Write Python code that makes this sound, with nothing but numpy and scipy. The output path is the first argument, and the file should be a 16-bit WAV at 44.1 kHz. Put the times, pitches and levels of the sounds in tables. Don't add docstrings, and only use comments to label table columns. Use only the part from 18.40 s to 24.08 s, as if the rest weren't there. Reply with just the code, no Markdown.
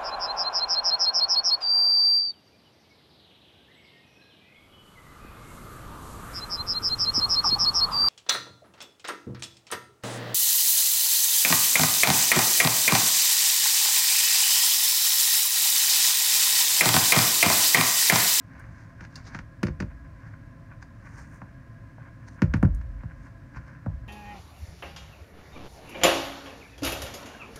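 import sys
import numpy as np
from scipy import signal
from scipy.fft import rfft, irfft
from scipy.io import wavfile
from scipy.ndimage import uniform_filter1d

SR = 44100
rng = np.random.default_rng(int(sys.argv[2]) if len(sys.argv) > 2 else 0)


def store_pcm(level_fs):
    pcm = np.round(np.clip(level_fs, -1, 1) * 32767).astype(np.int16)
    wavfile.write(sys.argv[1], SR, np.atleast_2d(pcm).T)


N = 250488
SIZE = 32768
AGE, FREQS = np.arange(SIZE) / SR, np.fft.rfftfreq(SIZE, 1 / SR)

# f/Hz, level/dB
ROOM_EQ = [(20, -17), (45, -17.5), (75, -19.5), (110, -2), (190, -14), (270, -9), (420, -33), (600, -25.5),
           (800, -33), (1700, -25.5), (3300, -46.5), (5500, -45.5), (8000, -52.5), (16000, -60)]
# f/Hz, width/Hz, boost/dB
HUM_PEAKS = [(111, 28, 6), (535, 47, 11.5), (669.8, 26, 12), (1030.6, 79, 13.5), (1646, 43, 11.5)]
# f/Hz, level/dB
RUMBLE_EQ = [(20, -53), (36, 15.5), (50, 1.5), (80, 6), (120, 6.5), (170, -9.5), (280, -7.5), (400, -23.5),
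             (700, -61)]
# f/Hz, level/dB, t60/s
BENCH_MODES = [(48.4, 0, 2.24), (57.46, 7, 1.2), (64.8, 27, 0.22), (75.9, 9.5, 0.89), (98, -2, 0.1),
               (118.4, -6, 0.27), (155.3, 29, 0.2)]
# peak t/s, length/s, rub level/dB, hiss level/dB, hiss centre f/Hz
STROKES = [(0.194, 0.13, -50.5, -68.5, 4470), (0.41, 0.26, -56, -68.5, 5300),
           (0.638, .045, -46.5, -60, 4460), (0.779, 0.075, -50, -56.5, 4470),
           (0.878, 0.034, -53.5, -48, 4260), (0.955, .07, -44, -54, 4300), (1.87, 0.13, -53.5, -71, 5000),
           (1.941, 0.013, -50, -78, 4950), (2.4273, 0.01, -50, -52.5, 4970),
           (2.671, 0.039, -45.5, -67, 6300), (2.797, 0.13, -50.5, -58.5, 6700),
           (2.951, 0.095, -54.5, -64.5, 8200), (3.685, 0.023, -52, -81, 5000),
           (3.885, 0.011, -48.5, -50.5, 4970), (3.94, 0.1, -74, -68, 6500),
           (4.856, 0.075, -57, -67.5, 6100), (5.171, 0.026, -40, -57, 4500), (5.286, 0.1, -54.5, -71, 5100)]
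# f/Hz, level/dB
RUB_EQ = [(150, -25), (600, -4.5), (780, -2.5), (1050, 5), (1300, -3.5), (1600, 5.5), (2300, -3.5),
          (3100, -22.5), (6000, -51), (12000, -49)]
HISS_EQ = [(1500, 26.5), (3100, -15), (4400, -7.5), (6500, -5.5), (8000, -15), (9600, -9), (10700, -36),
           (13000, -13), (16000, -18)]
# t/s, level/dB
TICKS = [(0.1945, -64), (0.7563, -60.5), (1.2304, -53.5), (1.4025, -66), (4.0191, -63), (4.168, -68),
         (4.2281, -59), (4.3463, -60)]
# f/Hz, level/dB, t60/s
TICK_MODES = [(8500, -3, .03), (9400, 0, .045), (13100, -5, .02), (13900, -5, .02)]
# f/Hz, level/dB
TICK_EQ = [(3500, -30), (6500, -7), (7400, -15), (8300, -11), (9400, -7.5), (10800, -17), (13200, -19),
           (16000, -19)]
# t/s, thud level/dB, soft-contact cutoff f/Hz, slap level/dB, slap centre f/Hz
KNOCKS = [(0.607, -43.5, 240, -50, 1700), (0.649, -58, 239, -52, 1750), (0.9467, -35, 247, -41, 1620),
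          (0.9886, -39.5, 222, -43.5, 1600), (1.2304, -21, 325, -34, 1800), (1.2678, -34, 283, -43.5, 1680),
          (1.282, -33.5, 380, -44.5, 1450), (1.4014, -28.5, 300, -38, 1620),
          (1.4229, -30.5, 304, -45.5, 1500), (3.0165, -40.5, 220, -46, 1050), (3.5808, -63, 300, -53, 630),
          (4.019, -13.5, 240, -31.5, 1570), (4.1374, -17.5, 205, -32, 1500), (4.166, -32, 169, -49.5, 1350),
          (4.2276, -11.5, 222, -32.5, 1010), (4.25, -19.5, 183, -44.5, 1400),
          (4.4122, -66, 150, -56.5, 1520), (4.6339, -30.5, 107, -52.5, 1200), (5.161, -38, 108, -53, 1090),
          (5.461, -22.5, 129, -41.5, 800)]
# f/Hz, level/dB
THUD_EQ = [(25, -28), (45, 5.5), (75, 1), (120, 6.5), (230, 2), (340, -2), (420, -10.5), (500, 1),
           (750, -13.5), (1100, -22), (2000, -30), (4000, -31)]
SLAP_EQ = [(200, -50), (550, 6), (740, -0.5), (930, 3), (1200, -3), (1500, 2), (2100, -3.5), (2700, -7),
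           (3150, -12.5), (4200, -14), (8000, -61)]
CRACK_EQ = [(1500, -61), (2800, -26), (3150, -18), (3550, 2.5), (5000, 10), (6500, 4.5), (8000, -8.5),
            (9500, -9), (11000, -24), (16000, -25)]
# length/direct path, level/dB
EDGE_ECHOES = [(1.702, -8.5), (2.8, -9)]
# f/Hz, level/dB, t60/s
HOLLOW_MODES = [(203.3, 4, 0.12), (309, 18.5, 0.023), (349.6, 1.5, 0.096), (478, -6, 0.073),
                (523, -19, 0.28), (592.5, -13, 0.17)]
# t/s, level/dB
CLINKS = [(0.7558, -43), (1.2304, -67), (1.2673, -52), (1.4025, -48.5), (2.4257, -66), (3.8809, -70)]
# f/Hz, level/dB, t60/s
STEEL_MODES = [(2750, -12, .09), (4460, -5, .06), (4750, 3, .07), (4955, -2, .1), (5550, -8, .05),
               (5900, -6, .05), (6350, -7, .05), (7400, -14, .08)]
# f/Hz, t60/s
REVERB_TIMES = [(50, 0.89), (120, 0.15), (300, 0.36), (1000, 0.16), (3000, 0.14), (12000, 0.14)]


def amp(db):
    return 10 ** (np.asarray(db) / 20)


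def steady(x):
    return x / np.sqrt(np.mean(x ** 2) + 1e-30)


def brief(x):
    return x / np.sqrt(np.sum(x ** 2) / (.02 * SR) + 1e-30)


def curve(points, hz=FREQS):
    f, value = np.transpose(points)
    return np.interp(np.log(hz + 1), np.log(f + 1), value)


def hump(hz, octaves):
    return -6 * np.minimum((np.log2((FREQS + 1) / hz) / octaves) ** 2, 5)


def add(mix, s, sound):
    part = mix[max(round(s * SR), 0):][:len(sound)]
    part += sound[:len(part)]


def causal(db):
    log_gain = np.log(amp(np.r_[db, db[-2:0:-1]]))
    return np.exp(np.conj(signal.hilbert(log_gain)))[:len(db)]


def noise_bed(eq_db):
    impulse = irfft(causal(eq_db))[:SIZE // 4]
    return steady(signal.fftconvolve(rng.standard_normal(N), impulse)[:N])


def ring(modes):
    return sum(amp(db - 60 * AGE / t60) * np.sin(2 * np.pi * hz * AGE) for hz, db, t60 in modes)


def attack(rise_s):
    return 1 - np.exp(-AGE / rise_s)


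def hum(level_db=-48):
    peaks_db = sum(db / (1 + (2 * (FREQS - hz) / width) ** 2) for hz, width, db in HUM_PEAKS)
    return amp(level_db) * noise_bed(curve(ROOM_EQ) + peaks_db)


def swell(s, length_s, rise_share=0.6, roundness=1.1):
    start = max(s - AGE[-1] / 2, 0)
    t = start + AGE - s
    slope_s = length_s * np.where(t < 0, rise_share, 1 - rise_share)
    return start, np.exp(-abs(t / slope_s) ** roundness)


def bench_rumble(hold_db=-49.5, push_db=-1.5, boom_db=-2):
    push = np.full(N, amp(hold_db))
    for s, length_s, rub_db, _, _ in STROKES:
        start, speed = swell(s, length_s)
        add(push, start, amp(rub_db + push_db) * speed)
    rumble = push * noise_bed(curve(RUMBLE_EQ))
    modes = ring(BENCH_MODES)
    boom = signal.fftconvolve(push * rng.standard_normal(N), modes / np.linalg.norm(modes))[:N]
    return (rumble + amp(boom_db) * boom) / np.hypot(1, amp(boom_db))


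def slips(per_s, spread_db, smooth):
    size = amp(spread_db * np.minimum(rng.exponential(1, SIZE), 4)) * rng.choice([-1, 1], SIZE)
    grains = size * (rng.random(SIZE) < per_s / SR)
    return steady(grains) + smooth * rng.standard_normal(SIZE)


def rub(creak_hz=1540, half_width_hz=130):
    creak_db = 7 / (1 + ((FREQS - creak_hz) / half_width_hz) ** 2)
    friction = slips(per_s=500, spread_db=2.5, smooth=0.54)
    return steady(irfft(rfft(friction) * amp(curve(RUB_EQ) + creak_db)))


def leather(clump_db=2.0):
    out = np.zeros(N)
    for s, length_s, rub_db, hiss_db, hiss_hz in STROKES:
        start, speed = swell(s, length_s)
        grip = amp(clump_db * steady(uniform_filter1d(rng.standard_normal(SIZE), size=250)))
        friction = grip * slips(per_s=1400, spread_db=3.5, smooth=0.85)
        hiss = irfft(rfft(friction) * amp(curve(HISS_EQ) + hump(hiss_hz, octaves=0.68)))
        add(out, start, speed * (amp(rub_db) * rub() + amp(hiss_db) * steady(hiss)))
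    return out


def creaks(per_s=4, length_s=0.034, range_db=(-61, -51)):
    out = np.zeros(N)
    for s in rng.uniform(0, N / SR, round(per_s * N / SR)):
        start, speed = swell(s, length_s)
        add(out, start, amp(rng.uniform(*range_db)) * speed * rub())
    return out


def burst(eq_db, decay_s, rise_s):
    envelope = np.exp(-AGE / decay_s) * attack(rise_s)
    spectrum = rfft(rng.standard_normal(SIZE) * envelope)
    white = irfft(spectrum / (abs(spectrum) + 1e-12))
    return brief(irfft(rfft(white * np.sqrt(envelope)) * causal(eq_db)))


def metal(events, modes, click_eq, ring_db, click_db):
    out = np.zeros(N)
    ringing = brief(ring(modes) * attack(0.00067))
    for s, db in events:
        click = burst(curve(click_eq), decay_s=.0045, rise_s=.0012)
        add(out, s, amp(db + ring_db) * ringing + amp(db + click_db) * click)
    return out


def tail(build_s):
    hz, t, noise = signal.stft(rng.standard_normal(SIZE), SR, nperseg=512)
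    decay = amp(-60 * t / curve(REVERB_TIMES, hz)[:, None])
    wash = signal.istft(noise * decay, SR, nperseg=512)[1][:SIZE] * attack(build_s)
    return wash / np.linalg.norm(wash)


def thud(soft_hz, travel_s=0.02118, dispersion=1.53, boom_db=-7, diffuse_db=-15):
    ratio, power = 100 / np.maximum(FREQS, 20), dispersion - 1
    phase = 2 * np.pi * 100 * travel_s * (ratio ** power - 1) / power
    arrivals = np.exp(1j * phase) + sum(amp(db) * np.exp(1j * phase * path) for path, db in EDGE_ECHOES)
    tone = amp(curve(THUD_EQ)) / np.sqrt(1 + (FREQS / soft_hz) ** 4)
    fade_out = np.clip(2 - 3 * AGE / AGE[-1], 0, 1)
    wave = brief(irfft(tone * arrivals) * fade_out)
    boom = brief(ring(BENCH_MODES) * attack(0.1))
    diffuse = brief(signal.fftconvolve(wave, tail(build_s=0.0069))[:SIZE])
    return brief(wave + amp(boom_db) * boom + amp(diffuse_db) * diffuse)


def knocks(hard_hz=314, bright_hz=1583):
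    thuds, slaps = np.zeros(N), np.zeros(N)
    hollow = brief(ring(HOLLOW_MODES) * attack(0.011))
    for s, thud_db, soft_hz, slap_db, slap_hz in KNOCKS:
        hollow_db = -5 + 22.5 * min(np.log2(soft_hz / hard_hz), 0)
        crack_db = -16.5 + 27.5 * np.log2(slap_hz / bright_hz)
        slap = burst(curve(SLAP_EQ) + hump(slap_hz, octaves=0.86), decay_s=0.0056, rise_s=0.00012)
        crack = burst(curve(CRACK_EQ), decay_s=0.0044, rise_s=0.00054)
        add(thuds, s, amp(thud_db) * (thud(soft_hz) + amp(hollow_db) * hollow))
        add(slaps, s, amp(slap_db) * (slap + amp(crack_db) * crack))
    return thuds, slaps


def scene(room_db=-9):
    thuds, slaps = knocks()
    clinks = metal(CLINKS, STEEL_MODES, CRACK_EQ, ring_db=-5, click_db=-6)
    ticks = metal(TICKS, TICK_MODES, TICK_EQ, ring_db=-12, click_db=-3)
    airborne = leather() + creaks() + ticks + slaps + clinks
    room = signal.fftconvolve(airborne, tail(build_s=0.0014))[:N]
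    return (hum() + bench_rumble() + airborne + thuds + amp(room_db) * room)[None]


def record(dry, low_cut_hz=38, high_cut_hz=15750):
    low_cut = signal.butter(8, low_cut_hz, "high", fs=SR, output="sos")
    high_cut = signal.firwin(511, high_cut_hz, window=("kaiser", 9), fs=SR)
    return signal.oaconvolve(signal.sosfilt(low_cut, dry), high_cut[None], "same")


dry = scene()
out = record(dry)
store_pcm(out)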